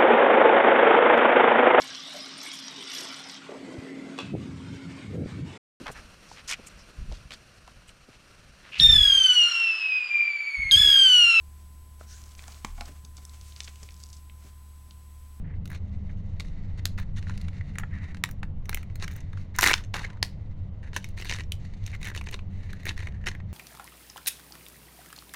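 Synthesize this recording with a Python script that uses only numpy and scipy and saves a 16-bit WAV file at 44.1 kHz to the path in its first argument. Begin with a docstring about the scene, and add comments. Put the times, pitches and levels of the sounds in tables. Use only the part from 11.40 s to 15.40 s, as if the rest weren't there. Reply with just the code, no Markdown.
"""Old hardback in a quiet room

Close to the microphone, an old hardback is handled over a wooden table in a small room.
Hands slide on the boards, the cover slaps shut with a puff of air, fingers knock and set it ringing,
and the book opens again with snaps and scuffs of dry paper.
A low hum, a thin electrical whine, room rumble and microphone hiss run underneath."""
import sys
import numpy as np
from scipy import signal
from scipy.fft import rfft, irfft
from scipy.io import wavfile
from scipy.ndimage import uniform_filter1d

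SR = 44100
rng = np.random.default_rng(int(sys.argv[2]) if len(sys.argv) > 2 else 0)


def generate_wav(sig):
    """Save sig (samples, or channels by samples) to the path in sys.argv[1] as 16-bit PCM at SR."""
    pcm = np.round(np.clip(np.atleast_2d(sig).T, -1, 1) * 32767).astype(np.int16)
    wavfile.write(sys.argv[1], SR, pcm)


N = 176400
PAPER_TOP_HZ, SNAP_DECAY_S = 6980, 0.0018


def amp(db):
    """Decibels to amplitude."""
    return 10 ** (np.asarray(db) / 20)


def unit(x):
    """Scale to rms 1."""
    return x / np.sqrt(np.mean(x ** 2))


def burst(envelope):
    """Noise under an envelope, with energy 1."""
    x = rng.standard_normal(len(envelope)) * envelope
    return x / np.sqrt(np.sum(x ** 2))


def seconds(size=N):
    """Time axis for size samples."""
    return np.arange(size) / SR


def add(out, start_s, x):
    """Mix x into out from start_s on."""
    i = int(start_s * SR)
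    out[i:i + len(x)] += x[:N - i]


def cut(x, hz, kind, order=2):
    """Butterworth low-pass or high-pass."""
    return signal.sosfilt(signal.butter(order, hz, kind, fs=SR, output="sos"), x)


def colour(x, points, size=8192):
    """Minimum-phase filter through (freq_hz, gain_db) points."""
    hz, db = np.array(points).T
    bin_hz = np.arange(size // 2 + 1) * SR / size
    log_gain = np.log(amp(np.interp(np.log(bin_hz + 1), np.log(hz), db)))
    cepstrum = irfft(log_gain)
    cepstrum[1:size // 2] *= 2
    cepstrum[size // 2 + 1:] = 0
    response = irfft(np.exp(rfft(cepstrum)))
    return signal.fftconvolve(x, response)[:len(x)]


def drift(rate_hz):
    """Smooth random wander with rms 1."""
    hold = int(SR / rate_hz)
    steps = np.repeat(rng.standard_normal(N // hold + 1), hold)
    return unit(uniform_filter1d(uniform_filter1d(steps, hold), hold)[:N])


def fade(t, t60_s):
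    """Decay of 60 dB in t60_s."""
    return np.exp(-np.log(1000) * t / t60_s)


def ring(t, hz, t60_s):
    """One decaying mode."""
    return np.sin(2 * np.pi * hz * t) * fade(t, t60_s)


def contact(decay_s, crackle_share):
    """A sharp impulse and the dying crackle of paper fibres behind it."""
    x = np.sqrt(crackle_share) * burst(np.exp(-seconds(2048) / decay_s))
    x[0] += np.sqrt(1 - crackle_share)
    return x


def friction(spread_db, grains_per_s=900):
    """Smooth rubbing noise with fibres catching at random."""
    smooth = rng.standard_normal(N)
    catches = rng.random(N) < grains_per_s / SR
    sign = np.sign(rng.standard_normal(N))
    strength = amp(spread_db * np.minimum(rng.exponential(size=N), 4))
    return unit(smooth + amp(-4) * unit(catches * sign * strength))


def background(hum_hz=72.75, hum_db=-46.5, floor_db=-53):
    """Room tone: a wavering hum, steady electrical tones, rumble and microphone hiss."""
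    # steady hum and whine: pitch_hz, level_db
    tones = [(111, -65), (180, -69.5), (1019, -67.5), (8000, -70.5), (10187, -77.5), (10904, -75.5),
             (11588, -76)]
    # spectrum of room rumble and microphone hiss: freq_hz, gain_db
    floor_colour = [(15, -5.5), (30, -2), (48, -5), (95, -8.5), (140, -16), (210, -20.5), (320, -27),
                    (520, -33), (850, -31.5), (1600, -35), (2600, -36), (5000, -38), (9000, -37.5),
                    (15500, -38.5)]
    t = seconds()
    hum_gain = amp(hum_db + 0.64 * drift(9.4))
    hum = hum_gain * unit(np.sin(2 * np.pi * hum_hz * t + 0.047 * drift(7.7)))
    whine = sum(amp(db) * unit(np.sin(2 * np.pi * (hz * t + rng.random()))) for hz, db in tones)
    floor = amp(floor_db) * unit(colour(rng.standard_normal(N), floor_colour))
    return hum + whine + floor


def room(direct, t60_s=0.29, delay_s=0.005, tail_db=-12.5):
    """Near walls put a short diffuse tail behind the direct sound."""
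    decay = fade(seconds(22050), t60_s)
    low = cut(burst(decay), 2840, "low")
    high = cut(burst(decay), 2500, "high")
    tail = np.concatenate([np.zeros(int(delay_s * SR)), low + high])
    return direct + amp(tail_db) * signal.fftconvolve(direct, tail)[:N]


def slides(attack_s=0.026, release_s=0.018):
    """Hands and pages slide unevenly: paper hisses, the boards answer with a duller rub."""
    # sliding strokes: start_s, length_s, hiss_db, rub_db
    strokes = [(0.147, 0.076, -70.5, -71.5), (0.58, 0.058, -61, -61), (0.759, 0.18, -62.5, -64),
               (0.965, 0.16, -58, -57.5), (1.134, 0.18, -62, -65), (1.344, 0.084, -59, -66),
               (1.431, 0.053, -59.5, -55.5), (1.494, 0.09, -67, -66.5), (1.734, 0.22, -66.5, -68.5),
               (1.922, 0.21, -60.5, -70), (2.146, 0.15, -59, -64), (2.303, 0.18, -63.5, -71),
               (2.498, 0.29, -68, -73), (2.977, 0.11, -64, -65)]
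    # spectrum of sliding paper: freq_hz, gain_db
    hiss_colour = [(800, -37), (2200, 5), (4000, 3), (6500, 6), (8700, 3.5), (10500, -8.5), (15000, -13)]
    # spectrum of rubbed boards: freq_hz, gain_db
    rub_colour = [(80, -13.5), (200, 1), (450, -3.5), (780, -2), (1300, 0.5), (2600, -7), (9000, -16.5)]
    t, hiss_gain, rub_gain = seconds(), 0, 0
    for start_s, length_s, hiss_db, rub_db in strokes:
        attack = np.clip((t - start_s) / attack_s, 0, 1)
        release = np.exp(-np.maximum(t - start_s - length_s, 0) / release_s)
        hiss_gain += amp(hiss_db) * attack * release
        rub_gain += amp(rub_db) * attack * release
    hiss = unit(colour(friction(spread_db=-2), hiss_colour))
    rub = unit(colour(friction(spread_db=4), rub_colour))
    flutter = amp(2 * drift(90))
    return flutter * (hiss * hiss_gain + rub * rub_gain)


def page_crackle(ticks_per_s=55, spread_db=2.5):
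    """Tiny bright ticks as the fibres of bent pages let go at random."""
    # spells of crackling: start_s, length_s, level_db
    spells = [(.8, .39, -63), (2.52, .2, -62)]
    t = seconds()
    slips = rng.random(N) < ticks_per_s / SR
    ticks = slips * amp(spread_db * np.clip(rng.standard_normal(N), -2, 2))
    tick_decays = signal.lfilter([1], [1, -np.exp(-1 / (SNAP_DECAY_S * SR))], ticks)
    grains = cut(rng.standard_normal(N) * tick_decays, 5000, "high", order=3)
    gate = sum(amp(db) * ((t > start_s) & (t < start_s + length_s)) for start_s, length_s, db in spells)
    return gate * unit(cut(grains, PAPER_TOP_HZ, "low", order=4))


def page_sweep(peak_s=2.08, width_s=0.035, level_db=-58.5):
    """An airy swell as one page slips off the next."""
    swell = np.exp(-0.5 * ((seconds() - peak_s) / width_s) ** 2)
    air = cut(cut(rng.standard_normal(N), 5850, "high"), PAPER_TOP_HZ, "low")
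    return amp(level_db) * swell * unit(air)


def cover_swish(width_hz=1100):
    """The cover drags over skin: smooth friction with a narrow band that climbs as it gathers speed."""
    # course of the drag: time_s, level_db, centre_hz
    drag = [(0.661, -76, 5700), (0.699, -53.5, 5800), (.728, -50, 5920), (.755, -52.5, 6900),
            (.81, -64, 7230), (.87, -80, 7500)]
    # spectrum of the broad friction: freq_hz, gain_db
    body_colour = [(400, -7), (1100, -18), (1500, 4.5), (1900, -6), (4300, -0.5), (8300, -2.5),
                   (12000, -18)]
    t = seconds()
    time_s, level_db, centre_hz = np.array(drag).T
    carrier = np.cos(2 * np.pi * np.cumsum(np.interp(t, time_s, centre_hz)) / SR)
    band = unit(cut(rng.standard_normal(N), width_hz / 2, "low") * carrier)
    body = unit(colour(rng.standard_normal(N), body_colour))
    envelope = np.interp(t, time_s, amp(level_db), left=0, right=0)
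    return envelope * (amp(-3.5) * band + amp(-4) * body)


def hinge_pop(start_s=0.6113):
    """The hinge gives with a dull, well damped pop as the cover starts to move."""
    # modes of the spine: pitch_hz, t60_s, level_db
    modes = [(660, 0.017, -37), (1310, 0.013, -36.5)]
    out, t = np.zeros(N), seconds(4096)
    add(out, start_s, sum(amp(db) * ring(t, hz, t60_s) for hz, t60_s, db in modes))
    return out


def palm_bumps(low_hz=125, high_hz=199):
    """Soft, dull thumps as the book settles against the palms."""
    # thumps: start_s, gain_db
    thumps = [(1.486, 3), (1.635, -1), (1.78, -4.5), (2.423, -2.5), (3.041, 1.5)]
    out, t = np.zeros(N), seconds(8192)
    for start_s, gain_db in thumps:
        push = burst(np.sqrt(t) * fade(t, t60_s=0.1))
        add(out, start_s, amp(gain_db) * cut(cut(push, low_hz, "high"), high_hz, "low"))
    return out


def page_scuffs():
    """Page edges catch and let go in short showers of tiny slips."""
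    # catches: start_s, length_s, gain_db, low_hz
    scuffs = [(1.079, 0.0047, -12, 6900), (1.12, 0.0093, -19, 3150), (1.454, 0.009, -15.5, 3940),
              (1.648, 0.0064, -15.5, 3730), (1.768, 0.0039, -14.5, 3850), (1.776, .012, -18, 3530),
              (1.894, 0.005, -21.5, 3000), (2.234, 0.0035, -15, 5200), (2.242, 0.012, -10, 4800),
              (2.43, 0.0066, -12, 4550), (2.601, 0.0035, -18, 4500), (2.6368, 0.002, -9.5, 4640),
              (2.729, 0.0054, -13, 4900), (2.735, 0.019, -16, 4670), (2.766, 0.011, -17.5, 5300)]
    out, t = np.zeros(N), seconds(4096)
    for start_s, length_s, gain_db, low_hz in scuffs:
        slips = burst(np.sqrt(t) * np.exp(-2.5 * t / length_s))
        edge = cut(slips, low_hz, "high", order=3) + amp(-27) * slips
        add(out, start_s, amp(gain_db) * cut(edge, PAPER_TOP_HZ, "low", order=4))
    return out


def paper_snaps():
    """Dry paper and binding snap: each a bright band over a faint body."""
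    # single snaps: start_s, gain_db, low_hz, high_hz
    snaps = [(.839, -23, 2520, 8000), (0.9511, -19, 2730, 5960), (0.993, -7.5, 1800, 2820),
             (1.04, -17, 1490, 3600), (1.145, -20, 2540, 4200), (1.852, -17, 3300, 10300),
             (2.0124, -21.5, 2600, 7500), (2.123, -18.5, 2540, 4370), (2.163, -14.5, 2300, 5300),
             (2.2047, -3.5, 2050, 6740), (2.2765, -12.5, 1400, 4100), (2.2801, -15.5, 1320, 5260),
             (2.358, -20.5, 2000, 8700), (2.4891, -10.5, 2470, 3300), (2.5075, -21.5, 2900, 6100),
             (2.898, -14.5, 2280, 2560), (3.509, -15, 2960, 4400)]
    out = np.zeros(N)
    for start_s, gain_db, low_hz, high_hz in snaps:
        snap = contact(SNAP_DECAY_S, crackle_share=0.45)
        band = cut(cut(snap, low_hz, "high", order=4), high_hz, "low", order=4)
        body = amp(-17) * cut(snap, high_hz, "low")
        add(out, start_s, amp(gain_db) * (band + body))
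    return out


def finger_knocks():
    """Each knock clicks and rings the boards; the grip shifts their pitch a little."""
    # fingers on the cover: start_s, ring_db, click_db, click_top_hz, contact_decay_s
    knocks = [(1.080, -11.5, -19, 6000, 0.0026), (1.379, -1.5, -23, 2960, 0.012),
              (1.4088, 0, -7.5, 5200, 0.0027), (1.418, -7, -13, 1590, 0.0022),
              (1.782, -23, -19, 1600, 0.0014), (2.281, -24, -17.5, 2220, 0.015),
              (2.430, -28, -20, 2500, 0.005)]
    # modes of the boards: pitch_hz, t60_s, gain_db
    board_modes = [(241, 0.066, -43.5), (575, 0.0087, -35), (702.4, 0.11, -39), (807, 0.051, -35),
                   (1096, 0.066, -44), (1426, 0.021, -35.5), (1910, 0.033, -58), (2245, 0.028, -36.5)]
    out, t = np.zeros(N), seconds(8192)
    for start_s, ring_db, click_db, top_hz, decay_s in knocks:
        grip = 1 + 0.01 * rng.standard_normal()
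        boards = sum(amp(db) * ring(t, hz * grip, t60_s) * rng.choice([-1, 1])
                     for hz, t60_s, db in board_modes)
        onset = 1 - np.exp(-2 * t / decay_s)
        add(out, start_s, amp(ring_db) * boards * onset)
        click = cut(contact(decay_s, crackle_share=1), top_hz, "low")
        add(out, start_s, amp(click_db) * cut(click, 490, "high"))
    return out


def cover_slap(start_s=1.2477, edge_lag_s=0.00095, puff_hz=29.1):
    """The cover lands on the pages, face then edge: a double crack, a thud and a slow wave of air."""
    # spectrum of the crack: freq_hz, gain_db
    crack_colour = [(200, -3.5), (400, -4), (720, -7.5), (1050, -5.5), (1700, -13), (2400, -7), (4200, -16),
                    (5300, -18.5), (6700, -12.5), (9000, -22.5), (12000, -34)]
    # air pressed out between the pages: time_s, level_db
    puff = [(1.22, -72), (1.255, -43), (1.33, -36), (1.392, -37), (1.47, -43.5), (1.54, -61)]
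    impacts, t = np.zeros(N), seconds()
    add(impacts, start_s, contact(decay_s=0.001, crackle_share=0.08))
    add(impacts, start_s + edge_lag_s, amp(1.5) * contact(decay_s=0.0028, crackle_share=0.5))
    out = amp(4.5) * colour(impacts, crack_colour)
    thud = amp(-41) * ring(t, hz=218, t60_s=0.1)
    add(out, start_s, thud)
    time_s, level_db = np.array(puff).T
    air_hz = puff_hz * (1 + 0.111 * drift(20.4))
    air = unit(np.sin(2 * np.pi * np.cumsum(air_hz) / SR))
    return out + air * np.interp(t, time_s, amp(level_db), left=0, right=0)


def scene():
    """The book and its reflections over the room tone, at one microphone."""
    handling = hinge_pop() + cover_slap() + finger_knocks() + palm_bumps()
    paper = paper_snaps() + page_scuffs() + page_crackle()
    rubbing = slides() + cover_swish() + page_sweep()
    return (room(handling + paper + rubbing) + background())[None, :]


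def record(dry):
    """The recorder cuts the top octave steeply at 15850 Hz."""
    return signal.sosfilt(signal.ellip(10, 0.1, 80, 15850, fs=SR, output="sos"), dry)


dry = scene()
out = record(dry)
generate_wav(out)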